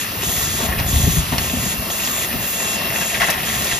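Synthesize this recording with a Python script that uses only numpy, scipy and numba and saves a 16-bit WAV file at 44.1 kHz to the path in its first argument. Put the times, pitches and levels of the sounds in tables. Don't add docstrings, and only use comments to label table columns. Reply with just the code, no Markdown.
import sys
import numpy as np
from scipy import signal
from scipy.fft import rfft, irfft, next_fast_len
from scipy.io import wavfile
from scipy.ndimage import uniform_filter1d
from numba import njit

SR = 44100
rng = np.random.default_rng(int(sys.argv[2]) if len(sys.argv) > 2 else 0)


def dump(signal):
    limited = np.clip(np.atleast_2d(signal).T, -1, 1)
    pcm = np.round(limited * 32767).astype(np.int16)
    wavfile.write(sys.argv[1], SR, pcm)


N = 167139

# (frequency [Hz], relative level [dB per Hz])
DRONE_COLOUR = [(30, -21), (70, -8.5), (140, -10.5), (210, -6.5), (300, -8), (500, -11.5), (800, -14.5),
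                (1250, -8), (1550, -11), (1750, -10.5), (2100, -13.5), (2700, -10), (3000, -11),
                (5800, -15.5), (8300, -18), (11400, -12.5), (14500, -22), (16000, -14)]
DRONE_DB, DRONE_SWELL_DB, DRONE_FLICKER_DB = -25, -0.16, 1.5
# (time [s], level [dB])
TREBLE_LEVEL = [(0.0, -33), (0.02, -32), (0.45, -23.5), (0.46, -31), (1.17, -25), (1.23, -35), (1.42, -28),
                (1.7, -31), (2.12, -25.5), (2.25, -28.5), (2.53, -24), (2.57, -34), (2.79, -32),
                (2.86, -26), (3.18, -34), (3.66, -27), (3.76, -43), (3.79, -32)]
TREBLE_HZ, TREBLE_WIDTH_HZ = 14360, 4000
# (pitch [Hz], rms level [dB])
WHINE_TONES = [(2713, -42.5), (5426, -54)]
WHINE_WAVER_DB = -3
# (time [s], gain [dB])
WHINE_SWELL_LEVEL = [(0, 0), (1.1, -3), (1.4, 2.5), (2.8, 5.5), (3.79, -1)]

# (valve opens [s], valve starts to shut [s], level before waver [dB])
JET_PULSES = [(-.2, 0.032, -24.5), (0.204, 0.66, -24), (0.854, 1.204, -24.5), (1.385, 1.728, -25.5),
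              (1.89, 2.246, -24), (2.394, 2.757, -26), (2.918, 3.282, -26), (3.434, 3.9, -26)]
JET_RISE_S, JET_FALL_S, JET_WAVER_DB = 0.03, 0.019, 0.94
# (frequency [Hz], relative level [dB per Hz])
RUSHING_AIR_COLOUR = [(1000, -20), (2000, -14), (2700, 0), (3000, -13), (3250, 16), (3500, 14),
                      (3700, 10.5), (4400, 6), (5400, 6), (6500, 16), (7300, 18.5), (8400, -3), (9100, 11),
                      (10100, 13), (11300, 5), (13100, 6), (14200, -34), (16000, -39)]

# (time [s], level [dB])
GUST_LEVEL = [(0.0, -40), (0.1, -36), (0.15, -47), (0.17, -31), (0.24, -37), (0.28, -23.5), (0.34, -41),
              (0.36, -29.5), (0.58, -28.5), (0.61, -33), (0.71, -23.5), (0.75, -26), (0.79, -20.5),
              (0.86, -24), (0.98, -19.5), (1.02, -22), (1.04, -17), (1.15, -25), (1.19, -23.5), (1.29, -30),
              (1.33, -21.5), (1.5, -32), (1.57, -24.5), (1.76, -33.5), (1.79, -25), (1.87, -41), (2.3, -37),
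              (2.35, -27), (2.41, -32), (2.57, -65), (2.88, -34), (3.07, -45), (3.21, -32.5), (3.27, -51),
              (3.42, -31), (3.45, -36), (3.6, -28), (3.68, -45), (3.73, -31.5), (3.79, -47)]
# (frequency [Hz], relative level [dB per Hz])
GUST_NOISE_COLOUR = [(20, -27), (40, -10), (70, -3), (140, -6), (250, -17.5), (500, -43), (1500, -48)]
GUST_SKEW = 0.22
# (time [s], starting level [dB], pitch [Hz])
GUST_THUMPS = [(.78, -12, 75), (0.932, -10, 68), (0.959, -7, 72.5), (1.036, -11.5, 75), (1.105, -17, 68.3),
               (1.179, -11, 65.4), (1.218, -19, 69), (0.689, -17, 70)]
THUMP_CYCLES = 11.5

# (time [s], level [dB])
TUMBLE_LEVEL = [(0.0, -28), (0.18, -45), (0.24, -28), (0.26, -33.5), (0.76, -32), (0.8, -26), (0.83, -33),
                (1.375, -34.5), (1.39, -23), (1.4, -34), (1.98, -36.5), (2.0, -35), (2.15, -33.5),
                (2.25, -28), (2.27, -41), (2.33, -27), (2.34, -37), (3.11, -27), (3.13, -31), (3.15, -21),
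                (3.19, -34), (3.22, -17.5), (3.25, -24), (3.27, -29), (3.3, -23), (3.35, -27),
                (3.39, -28.5), (3.54, -25), (3.62, -33.5), (3.72, -23), (3.76, -34), (3.79, -25)]
TAPS_PER_S, TAP_SPREAD_DB, TAP_MAX_DB = 800, 4.5, 10
TAP_HZ, TAP_HZ_SPREAD, TAP_LOWEST_HZ, TAP_CYCLES = 2335, 0.19, 1690, 15.4
TAP_BRIGHT_HZ, TAP_BRIGHT_DB = 4720, -12
CONTACT_S = 0.00016
# (time [s], level [dB])
BOWL_LEVEL = [(0.0, -42), (0.32, -34), (0.57, -40), (0.6, -28), (0.94, -34), (1.31, -39), (1.33, -35),
              (1.36, -33), (1.69, -37), (1.91, -30.5), (1.97, -35.5), (2.41, -34.5), (2.5, -41.5),
              (2.65, -31.5), (2.72, -37), (2.75, -29.5), (2.93, -31), (2.97, -29), (3.2, -33), (3.21, -38),
              (3.22, -32), (3.27, -36), (3.29, -28.5), (3.37, -31.5), (3.62, -32.5), (3.79, -30)]
# (middle pitch [Hz], relative level [dB])
BOWL_RINGS = [(200, -7), (415, -3), (650, 1.5), (830, -4), (1030, -2.5), (1250, 0)]
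BOWL_HZ_SPREAD, BOWL_CYCLES = 0.084, 17.6
BOWL_EVENNESS = 0.57

# (time [s], level [dB], pitch [Hz], rattle against level [dB], overtones against level [dB])
DULL_KNOCKS = [(0.229, -15, 404, -3, -11), (0.534, -21.5, 225, -3, -1), (0.546, -17.5, 350, -11, -13),
               (0.601, -17.5, 436, 4.5, -2), (0.623, -16, 243, -11, -6), (0.662, -14, 594, -9, -12),
               (0.678, -20, 570, -8, -12), (0.791, -21.5, 318, 8, -10), (1.031, -22, 183, -8, -3),
               (1.07, -6.5, 164.5, -14, -2.5), (1.113, -22, 570, -10, -14), (1.164, -8, 158.4, -19, -9.5),
               (1.323, -9, 253, 0.5, -6), (1.534, -10, 249, -19, -6), (1.565, -11.5, 220, -21, -8),
               (1.628, -18, 250, -12, -7), (1.66, -16, 195, -14, -6.5), (1.738, -19, 220, -10, -10),
               (2.34, -14, 250, -8, -14), (2.35, -16, 150, -14, -3), (2.716, -19, 398, -3, -6),
               (2.811, -22, 190, -11, -13), (2.893, -23, 131, -10, -2), (3.205, -16.5, 655, 10.5, -5),
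               (3.225, -21, 430, 8, -2), (3.283, -16, 660, 7, -1)]
KNOCK_CYCLES, KNOCK_CONTACT_S = 15.2, 0.0027
KNOCK_RATTLE_HZ, KNOCK_RATTLE_T60_S = 830, 0.18
# (multiple of its pitch, relative level [dB])
OVERTONES = [(1.6, -4), (2.5, -0.5), (3.7, -10)]
OVERTONE_CYCLES, OVERTONE_CONTACT_S = 15.7, 0.0014
# (time [s], level before filtering [dB])
WALL_TICKS = [(0.2333, -19), (3.301, -10.5), (3.6447, -15)]
TICK_T60_S = 0.071
# (time [s], starting level [dB], pitch [Hz], bright crack against level [dB])
CAP_DROPS = [(0.2205, -14, 2380, -3), (0.3647, -17, 2350, 5.5), (0.4279, -17.5, 2020, 5),
             (0.5731, -20, 2570, -6), (0.6558, -22, 2400, -8), (0.7272, -11.5, 1830, -13),
             (0.7874, -9.5, 2500, -4), (0.7989, -9, 2380, -2.5), (1.1682, -21, 2700, -6),
             (1.382, -11.5, 2160, 6), (1.3895, -11, 2500, -7), (1.4378, -14, 2640, -10),
             (1.4782, -15, 2700, -9), (1.498, -13, 2680, -4), (1.582, -24, 2710, -8),
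             (1.6277, -15, 2300, -13), (1.9015, -12.5, 3360, -4), (1.9992, -11, 2440, -13),
             (2.0362, -12, 2760, -7), (2.05, -9, 4930, -8), (2.0745, -14.5, 2740, 2.5),
             (2.2202, -11, 2530, -7), (2.3291, -16, 2500, -3.5), (2.4427, -16, 3300, -7),
             (2.477, -15, 2590, -9), (2.6032, -14, 2510, -3), (2.6753, -18, 2720, 1),
             (2.832, -25, 2530, -6), (2.8458, -13.5, 2530, -11), (2.8858, -15, 2120, -5),
             (2.9033, -15, 2130, -6), (2.9253, -12, 2250, -11), (2.9608, -9, 2560, -7),
             (3.0127, -13, 1700, -2), (3.03, -12, 2500, -6), (3.0879, -20.5, 2400, -6),
             (3.102, -9.5, 2500, -14), (3.146, -3, 2320, -15), (3.2016, -8.5, 2240, -5),
             (3.209, -6.5, 1930, -9), (3.2165, -7, 2050, -12), (3.2275, -12, 2030, -10),
             (3.243, -14, 2300, -8), (3.2735, -9, 2280, -16), (3.285, -11, 1900, -11),
             (3.293, -10, 1770, -8), (3.306, -13, 2370, -1), (3.319, -11, 2380, -10),
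             (3.3389, -12, 1930, -5), (3.3801, -25, 2120, -9), (3.4027, -15, 2280, -10),
             (3.4987, -15, 2040, -7), (3.5892, -17, 2770, -4), (3.6204, -17, 2680, 4), (3.67, -13, 2560, 2)]
CLACK_CYCLES, BOUNCE_S, BOUNCE_DB = 23.8, .0055, -5
SNAP_HZ, SNAP_CYCLES, SNAP_DB = 4300, 8.1, 3

# (frequency [Hz], lead of the right [turns], likeness [0-1], left minus right [dB])
PHONE_PORTS = [(0, 0, .95, .3), (400, 0, .85, 3), (1100, -.05, .35, 3), (1300, -.6, .2, 2.5),
               (1600, -.6, .55, 2), (1750, -1, .93, .5), (2400, -1.03, .88, .5), (3100, -1.2, .65, 1),
               (4600, -1.12, .45, 1.5), (5200, -.95, .2, 1.5), (6000, -.82, .75, 1), (8400, -.5, .97, 0),
               (10100, -.25, .82, 0), (11900, 0, .97, 0), (13600, .25, .84, 0), (15500, .5, .97, 0),
               (22050, 1.4, .9, 0)]
SCATTER_T60_S, ROOM_T60_S, ROOM_DB = 0.067, 0.084, -6
LOW_CUT_HZ, TOP_HZ = 37, 15400


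def undb(db):
    return 10 ** (np.asarray(db) / 20)


def unit(x):
    return x / np.sqrt(np.mean(x ** 2))


def curve(rows):
    rows = np.array(rows)
    return undb(np.interp(np.arange(N) / SR, rows[:, 0], rows[:, 1]))


def walk(rate):
    hold = int(SR / rate)
    steps = np.repeat(rng.standard_normal(N // hold + 1), hold)
    return 1.53 * uniform_filter1d(uniform_filter1d(steps, hold), hold)[:N]


def band(x, hz, width_hz):
    return signal.lfilter(*signal.iirpeak(hz, hz / width_hz, fs=SR), x)


def hiss(colour, flicker_db=0., rate=12.):
    n = next_fast_len(N)
    f = np.fft.rfftfreq(n, 1 / SR) + 1
    colour = np.array(colour)
    gain = undb(np.interp(np.log(f), np.log(colour[:, 0]), colour[:, 1]))
    spec = rfft(rng.standard_normal((2, n))) * gain
    if not flicker_db:
        return unit(irfft(spec, n)[:, :N])
    place = 1.5 * np.log2(f / 30)
    out = np.zeros((2, N))
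    for k in range(15):
        one_band = irfft(spec * np.clip(1 - abs(place - k), 0, 1), n)[:, :N]
        out += undb(flicker_db * walk(rate)) * one_band
    return unit(out)


@njit
def rings(n, at, step, cycles, size, soft):
    out = np.zeros(n)
    for k in range(len(at)):
        turn = np.exp(step[k] * (2j * np.pi - np.log(1000.) / cycles))
        z = size[k] + 0j
        unrisen = 1.
        for i in range(max(at[k], 0), min(n, at[k] + int(cycles / step[k]))):
            out[i] += z.imag * (1 - unrisen)
            z *= turn
            unrisen *= soft
    return out


def ring(t, hz, cycles, size, contact_s=CONTACT_S):
    soft = np.exp(-1 / (contact_s * SR))
    return rings(N, (t * SR).astype(np.int64), hz / SR, float(cycles), size, soft)


def burst(t, db, t60_s):
    spikes = np.zeros(N)
    np.add.at(spikes, (t * SR).astype(int), undb(db))
    fade = np.exp(-np.log(1000) / (t60_s * SR))
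    return signal.lfilter([1], [1, -fade], spikes) * rng.standard_normal(N)


def tail(t60_s):
    n = int(t60_s * SR)
    h = rng.standard_normal(n) * np.exp(-np.log(1000) * np.arange(n) / n)
    h = irfft(np.exp(1j * np.angle(rfft(h, 4 * n))), 4 * n)[:2 * n]
    return h / np.sqrt(np.sum(h ** 2))


def drone_and_hiss():
    level = undb(DRONE_DB + DRONE_SWELL_DB * walk(3.0))
    return level * hiss(DRONE_COLOUR, flicker_db=DRONE_FLICKER_DB, rate=14)


def treble():
    top = rng.standard_normal((2, N))
    for _ in range(2):
        top = band(top, TREBLE_HZ, TREBLE_WIDTH_HZ)
    return unit(top) * curve(TREBLE_LEVEL)


def drive_whine():
    t = np.arange(N) / SR
    out = np.zeros((2, N))
    for hz, db in WHINE_TONES:
        level = np.sqrt(2) * undb(db + WHINE_WAVER_DB * walk(2.73))
        out += level * np.sin(2 * np.pi * hz * t + [[0], [np.pi / 2]])
    return out * curve(WHINE_SWELL_LEVEL)


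def pulsed_jet():
    t = np.arange(N) / SR
    valve = np.zeros(N)
    for on, off, db in JET_PULSES:
        opening = np.clip((t - on) / JET_RISE_S, 0, 1)
        shutting = np.exp(-np.clip(t - off, 0, None) / JET_FALL_S)
        valve += undb(db) * opening * shutting
    return valve * undb(JET_WAVER_DB * walk(12)) * hiss(RUSHING_AIR_COLOUR, flicker_db=1.4, rate=22)


def gusts():
    x = hiss(GUST_NOISE_COLOUR)
    x = x / np.sqrt(uniform_filter1d(x ** 2, size=3000) + 0.05)
    x = x + GUST_SKEW * (x ** 2 - uniform_filter1d(x ** 2, size=1500))
    t, db, hz = np.array(GUST_THUMPS).T
    thumps = ring(t, hz, THUMP_CYCLES, undb(db))
    return unit(x) * curve(GUST_LEVEL) + thumps * [[1], [0]]


def tumbling_heap():
    when, chance, side = rng.random((int(TAPS_PER_S * N / SR), 3)).T
    t = when * N / SR
    pitch, other_pitch = rng.standard_normal((len(t), 2)).T
    size_db = np.minimum(-TAP_SPREAD_DB * np.log(chance + 1e-9), TAP_MAX_DB)
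    size = undb(size_db) * np.sign(side - .5)

    tap_hz = np.maximum(TAP_HZ * np.exp(TAP_HZ_SPREAD * pitch), TAP_LOWEST_HZ)
    taps = unit(ring(t, tap_hz, TAP_CYCLES, size))
    bright_hz = TAP_BRIGHT_HZ * np.exp(0.19 * other_pitch)
    taps = taps + undb(TAP_BRIGHT_DB) * unit(ring(t, bright_hz, TAP_CYCLES, size ** 2))

    hz, db = np.array(BOWL_RINGS)[rng.integers(len(BOWL_RINGS), size=len(size))].T
    evened = size * abs(size) ** -BOWL_EVENNESS * undb(db)
    bowl = unit(ring(t, hz * np.exp(BOWL_HZ_SPREAD * other_pitch), BOWL_CYCLES, evened))
    return taps * curve(TUMBLE_LEVEL) + bowl * curve(BOWL_LEVEL)


def dull_knocks():
    t, db, hz, rattle_db, over_db = np.array(DULL_KNOCKS).T
    out = ring(t, hz, KNOCK_CYCLES, undb(db), KNOCK_CONTACT_S)
    out = out + band(burst(t, db + rattle_db, KNOCK_RATTLE_T60_S), KNOCK_RATTLE_HZ, 820)
    for ratio, rel_db in OVERTONES:
        size = undb(db + over_db + rel_db)
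        out = out + ring(t, ratio * hz, OVERTONE_CYCLES, size, OVERTONE_CONTACT_S)
    return out


def wall_ticks():
    t, db = np.array(WALL_TICKS).T
    return band(burst(t, db, TICK_T60_S), 9000, 9700)


def cap_drops():
    t, db, hz, crack_db = np.array(CAP_DROPS).T
    timing, detune = rng.random((2, 5, len(t)))
    out = np.zeros(N)
    for k in range(5):
        late = t + k * BOUNCE_S * (.5 + timing[k])
        bounce_hz = hz * (1 + 0.097 * k * (detune[k] - .5))
        out += ring(late, bounce_hz, CLACK_CYCLES, undb(db + k * BOUNCE_DB))
    crack = band(burst(t, db + crack_db, 0.022), 2360, 4400)
    snap = ring(t, SNAP_HZ + 0 * t, SNAP_CYCLES, undb(db + crack_db + SNAP_DB))
    return out + crack + snap


def at_ports(shared, scattered):
    hz, turns, like, lr_db = np.array(PHONE_PORTS).T
    n = next_fast_len(N)
    f = np.fft.rfftfreq(n, 1 / SR)
    turns = np.interp(f, hz, turns)
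    like = np.interp(f, hz, np.clip(like, 0, 1))
    lr_db = np.interp(f, hz, lr_db)
    same = rfft(shared, n) * np.sqrt((1 + like) / 2)
    other = rfft(scattered, n) * np.sqrt((1 - like) / 2)
    half = np.exp(1j * np.pi * turns) / undb(lr_db / 2)
    return irfft(np.array([(same + other) / half, (same - other) * half]), n)[:, :N]


def scene():
    air = drone_and_hiss() + treble() + drive_whine() + pulsed_jet() + gusts()
    hits = tumbling_heap() + dull_knocks() + wall_ticks() + cap_drops()
    hits = hits + undb(ROOM_DB) * signal.fftconvolve(hits, tail(ROOM_T60_S))[:N]
    scattered_hits = signal.fftconvolve(hits, tail(SCATTER_T60_S))[:N]
    shared, scattered = air + [hits, scattered_hits]
    return at_ports(shared, scattered)


def record(dry):
    low_cut = signal.butter(3, LOW_CUT_HZ, "high", fs=SR, output="sos")
    top_cut = signal.ellip(10, .2, 80, TOP_HZ, fs=SR, output="sos")
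    return signal.sosfilt(top_cut, signal.sosfilt(low_cut, dry))


dry = scene()
out = record(dry)
dump(out)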